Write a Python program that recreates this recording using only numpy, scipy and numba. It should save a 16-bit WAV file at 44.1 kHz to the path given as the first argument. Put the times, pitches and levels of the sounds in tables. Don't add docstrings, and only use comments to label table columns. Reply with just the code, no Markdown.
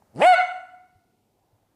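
import sys
import numpy as np
from scipy import signal
from scipy.fft import rfft, irfft
from scipy.io import wavfile
from scipy.ndimage import uniform_filter1d
from numba import njit

SR = 44100
rng = np.random.default_rng(int(sys.argv[2]) if len(sys.argv) > 2 else 0)


def field_ratio(decibels):
    return 10 ** (np.asarray(decibels, dtype=float) / 20)


def wav_record(signal):
    frames = np.transpose(np.atleast_2d(signal))
    bounded = np.clip(frames, -1, 1)
    quanta = np.round(bounded * 32767).astype(np.int16)
    wavfile.write(sys.argv[1], SR, quanta)


N = 77175

# start_s, pitch_hz, level_db, odd_multiples_db, breath_db, jaw_opening (0-1)
BARK_COURSE = [
    (0.131, 105.2, -71, -0.5, -14.5, 0.02),
    (0.161, 115.7, -41.5, -2, -19, 0),
    (.205, 190, -25, 0, -17, .14),
    (.222, 266, -8, -3, -21, .5),
    (.252, 340, 2, -9, -23, .55),
    (0.277, 369.2, 2.5, -31.5, -29, 1.),
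    (.318, 365.5, 1, -30, -33.5, 0.9),
    (0.345, 336.8, -2.5, -36.5, -31.5, 1),
    (0.371, 329, -50.5, -26.5, -30.5, 0.9),
]
# frequency_hz, level_db
JAWS_SHUT = [(100, 1.5), (220, 0.5), (450, -7.5), (800, -15), (1050, -28.5), (1250, -28.5), (1700, -35),
             (5000, -53)]
# frequency_hz, level_db
JAWS_HALF = [(250, -18), (480, -3), (800, 0), (1300, -21), (2350, -21), (3200, -26), (4000, -46),
             (9000, -54)]
# frequency_hz, level_db
JAWS_OPEN = [(300, -24), (730, 4), (1400, -8.5), (2200, -11), (3600, -26.5), (4400, -23.5), (5200, -44),
             (9000, -53)]
# frequency_hz, level_db
ODD_COLOUR = [(250, -4), (380, -2), (900, 2), (1650, 6), (2350, 12), (3200, 4), (4700, 8), (9000, 2)]
# frequency_hz, level_db
BREATH_OPEN = [(300, -7), (2300, -15.5), (3300, -11.5), (4500, -11), (5700, -23.5), (7800, -1),
               (9800, -5.5), (15000, -36)]
# frequency_hz, level_db
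BREATH_SHUT = [(600, -29), (1900, -20), (2800, -3), (3700, -21), (4600, 0.5), (6000, -12), (8000, -4),
               (10500, -7), (12500, -37)]
# frequency_hz, level_db
PUFF_COLOUR = [(20, -3), (40, 0), (90, -9), (200, -12), (380, -16), (600, -50)]
# frequency_hz, level_db, t60_s
ROOM_DECAY = [(148.5, -14, 0.45), (400, 0, 0.27), (757.7, -3, 0.54), (1400, 6, 0.51), (2200, 4.5, 0.45),
              (4300, -0.5, 0.39), (8000, -11, 0.78), (14000, -16.5, 0.22)]
# start_s, pitch_hz, peak_db, t60_s
IMPACTS = [
    (.0218, 840, -46.5, .012),
    (.094, 89, -62.5, 0.18),
    (.955, 98.45, -51.5, .15),
    (1.388, 644, -60.5, .03),
    (1.53, 105.3, -53.5, .15),
]
# frequency_hz, density_db (dB per Hz)
BACKGROUND = [(20, -6), (60, -3.5), (190, -2.5), (450, -8.5), (780, -9.5), (1300, -20), (3000, -25),
              (15000, -29)]

TOP_HZ = 15300
DUCK_DB, DUCK_AT_S, RECOVER_S = -4.5, 0.2, 8.0


def read(table, hz, col=1):
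    a = np.array(table, float)
    return np.interp(np.log(np.maximum(hz, 1)), np.log(a[:, 0]), a[:, col])


def noise(table):
    gain = field_ratio(read(table, np.fft.rfftfreq(N, 1 / SR)))
    x = irfft(rfft(rng.standard_normal(N)) * gain, N)
    return x / x.std()


def walk(rate):
    k = int(SR / rate)
    held = np.repeat(rng.standard_normal(N // k + 1), k)
    return 1.5 * uniform_filter1d(uniform_filter1d(held, k), k)[:N]


def bands(count=20):
    half_octaves = np.log2(np.maximum(np.fft.rfftfreq(N, 1 / SR), 1) / 25) * 2
    spec = rfft(rng.standard_normal(N))
    return [(25 * 2 ** (k / 2), irfft(spec * np.clip(1 - abs(half_octaves - k), 0, 1), N))
            for k in range(count)]


@njit
def follow(x, up, down):
    e, y = 1e-9, np.empty(len(x))
    for i in range(len(x)):
        e += (abs(x[i]) - e) * (up if abs(x[i]) > e else down)
        y[i] = e
    return y


def bark():
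    t, rows = np.arange(N) / SR, np.array(BARK_COURSE, float)
    tracks = [np.interp(t, rows[:, 0], rows[:, c]) for c in range(1, 6)]
    hz, db, odd_db, air_db, jaw = (uniform_filter1d(track, size=300) for track in tracks)
    jaw = np.clip(jaw, 0, 1)
    on = slice(int(rows[0, 0] * SR), int(rows[-1, 0] * SR))
    rough = field_ratio(np.minimum(odd_db, 0) / 2)
    jitter = 0.03 * rough ** 2 * walk(150)
    phase = 2 * np.pi * np.cumsum(hz * (1 + jitter)) / SR

    voice = np.zeros(N)
    voice[on] = multiples(hz[on], odd_db[on], jaw[on], rough[on], phase[on], on)
    voice[on] += breath(air_db, jaw, rough, phase)[on]
    shimmer_db = 1.5 * rough ** 2 * walk(120)
    wind = puff(db) * (voice != 0)
    return np.sqrt(2) * voice * field_ratio(db + shimmer_db), wind


def multiples(hz, odd_db, jaw, rough, phase, on):
    waver_db, drift_rad, waver_rate_hz = 4.0, 0.12, 180
    lip_hz, lip_db_oct = 9000, -25
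    shut, wide = np.clip(1 - 2 * jaw, 0, 1), np.clip(2 * jaw - 1, 0, 1)
    size_walk, lag_walk = walk(waver_rate_hz), walk(waver_rate_hz)
    out = 0
    for k, (start, shift) in enumerate(rng.random((44, 2)), 1):
        f, own = k * hz, int(shift * N)
        g = shut * read(JAWS_SHUT, f) + (1 - shut - wide) * read(JAWS_HALF, f) + wide * read(JAWS_OPEN, f)
        g = g + (k % 2) * (odd_db + (1 - shut) * read(ODD_COLOUR, f))
        g = g + waver_db * min(k / 5, 1) * rough * np.roll(size_walk, own)[on]
        g = g + lip_db_oct * np.log2(np.maximum(f / lip_hz, 1))
        drift = drift_rad * k * (rough + 0.05) * np.roll(lag_walk, own)[on]
        lag = min(k / 6, 1) * 6 * start + drift
        out = out + field_ratio(g) * (f < TOP_HZ) * np.cos(k * phase + lag)
    return out


def breath(air_db, jaw, rough, phase):
    gate = np.exp(1.6 * rough * (np.cos(phase) - 1))
    hiss = np.clip(1 - 2 * jaw, 0, 1) * field_ratio(3 * walk(120)) * noise(BREATH_SHUT)
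    return field_ratio(air_db) * gate * (hiss + jaw * noise(BREATH_OPEN))


def puff(level_db):
    return field_ratio(-40) * noise(PUFF_COLOUR) * field_ratio(level_db - level_db.max())


def room(x):
    first_wall_s, build_s, level_db = 0.008, 0.03, -7
    far_wall_s, far_spread_s, far_wall_db = 0.06, 0.014, 6
    late_db, late_stretch = -15, 1.9
    t = np.maximum(np.arange(N) / SR - first_wall_s, 0)
    tail = 0
    for hz, band in bands():
        t60 = read(ROOM_DECAY, hz, col=2)
        fade = field_ratio(-60 * t / t60) + field_ratio(late_db - 60 * t / (t60 * late_stretch))
        tail = tail + field_ratio(read(ROOM_DECAY, hz)) * fade * band
    far_wall = field_ratio(far_wall_db * np.exp(-((t - far_wall_s) / far_spread_s) ** 2))
    tail = tail * (1 - np.exp(-t / build_s)) * far_wall * field_ratio(level_db) / np.sqrt(0.15 * SR)
    return signal.fftconvolve(x, tail)[:N]


def tag():
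    start_s, rise_s, pitch_hz, level_db, t60_s = 0.305, 0.04, 6200, -47, 0.55
    t = np.maximum(np.arange(N) / SR - start_s, 0)
    decay_db = -60 * np.maximum(t - rise_s, 0) / t60_s
    swell = np.minimum(t / rise_s, 1) * field_ratio(level_db + decay_db + 2.9 * walk(89))
    return swell * np.sin(2 * np.pi * np.cumsum(pitch_hz * (1 + 0.012 * walk(300))) / SR)


def knocks():
    out = 0
    for start_s, pitch_hz, peak_db, t60_s in IMPACTS:
        t = np.maximum(np.arange(N) / SR - start_s, 0)
        onset = 1 - np.exp(-t * pitch_hz * 3)
        out = out + field_ratio(peak_db - 60 * t / t60_s) * np.sin(2 * np.pi * pitch_hz * t) * onset
    return out


def hush():
    level_db, flicker_db, hum_hz, hum_db = -70, 2.76, 99.4, -76.5
    x = 0
    for hz, band in bands():
        waver_db = flicker_db * min(1, 1500 / hz) * walk(3)
        x = x + field_ratio(read(BACKGROUND, hz) + waver_db) * band
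    hum_phase = 2 * np.pi * np.cumsum(hum_hz * (1 + 0.02 * walk(7.5))) / SR
    hum = field_ratio(hum_db + walk(11)) * np.sin(hum_phase)
    return x / x.std() * field_ratio(level_db) + hum


def scene():
    voice, wind = bark()
    background = field_ratio(-DUCK_DB) * (hush() + knocks())
    return (voice + room(voice) + tag() + wind + background)[None]


def band_limit(x):
    return signal.sosfilt(signal.butter(12, 15460, fs=SR, output="sos"), x)


def record(dry):
    attack_s, release_s, limit_db, ratio = 0.001, 0.0083, -9, 4
    t = np.arange(N) / SR
    level = follow(dry[0], 1 / (attack_s * SR), 1 / (release_s * SR))
    quick = np.minimum(1, field_ratio(limit_db) / level) ** (1 - 1 / ratio)
    since = t - DUCK_AT_S
    slow_db = DUCK_DB * np.clip(since / 0.015, 0, 1) * np.exp(-np.maximum(since, 0) / RECOVER_S)
    top_cut = signal.ellip(8, 0.2, 70, TOP_HZ, fs=SR, output="sos")
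    mix = signal.sosfilt(top_cut, dry * quick * field_ratio(slow_db))
    return band_limit(mix)


dry = scene()
out = record(dry)
wav_record(out)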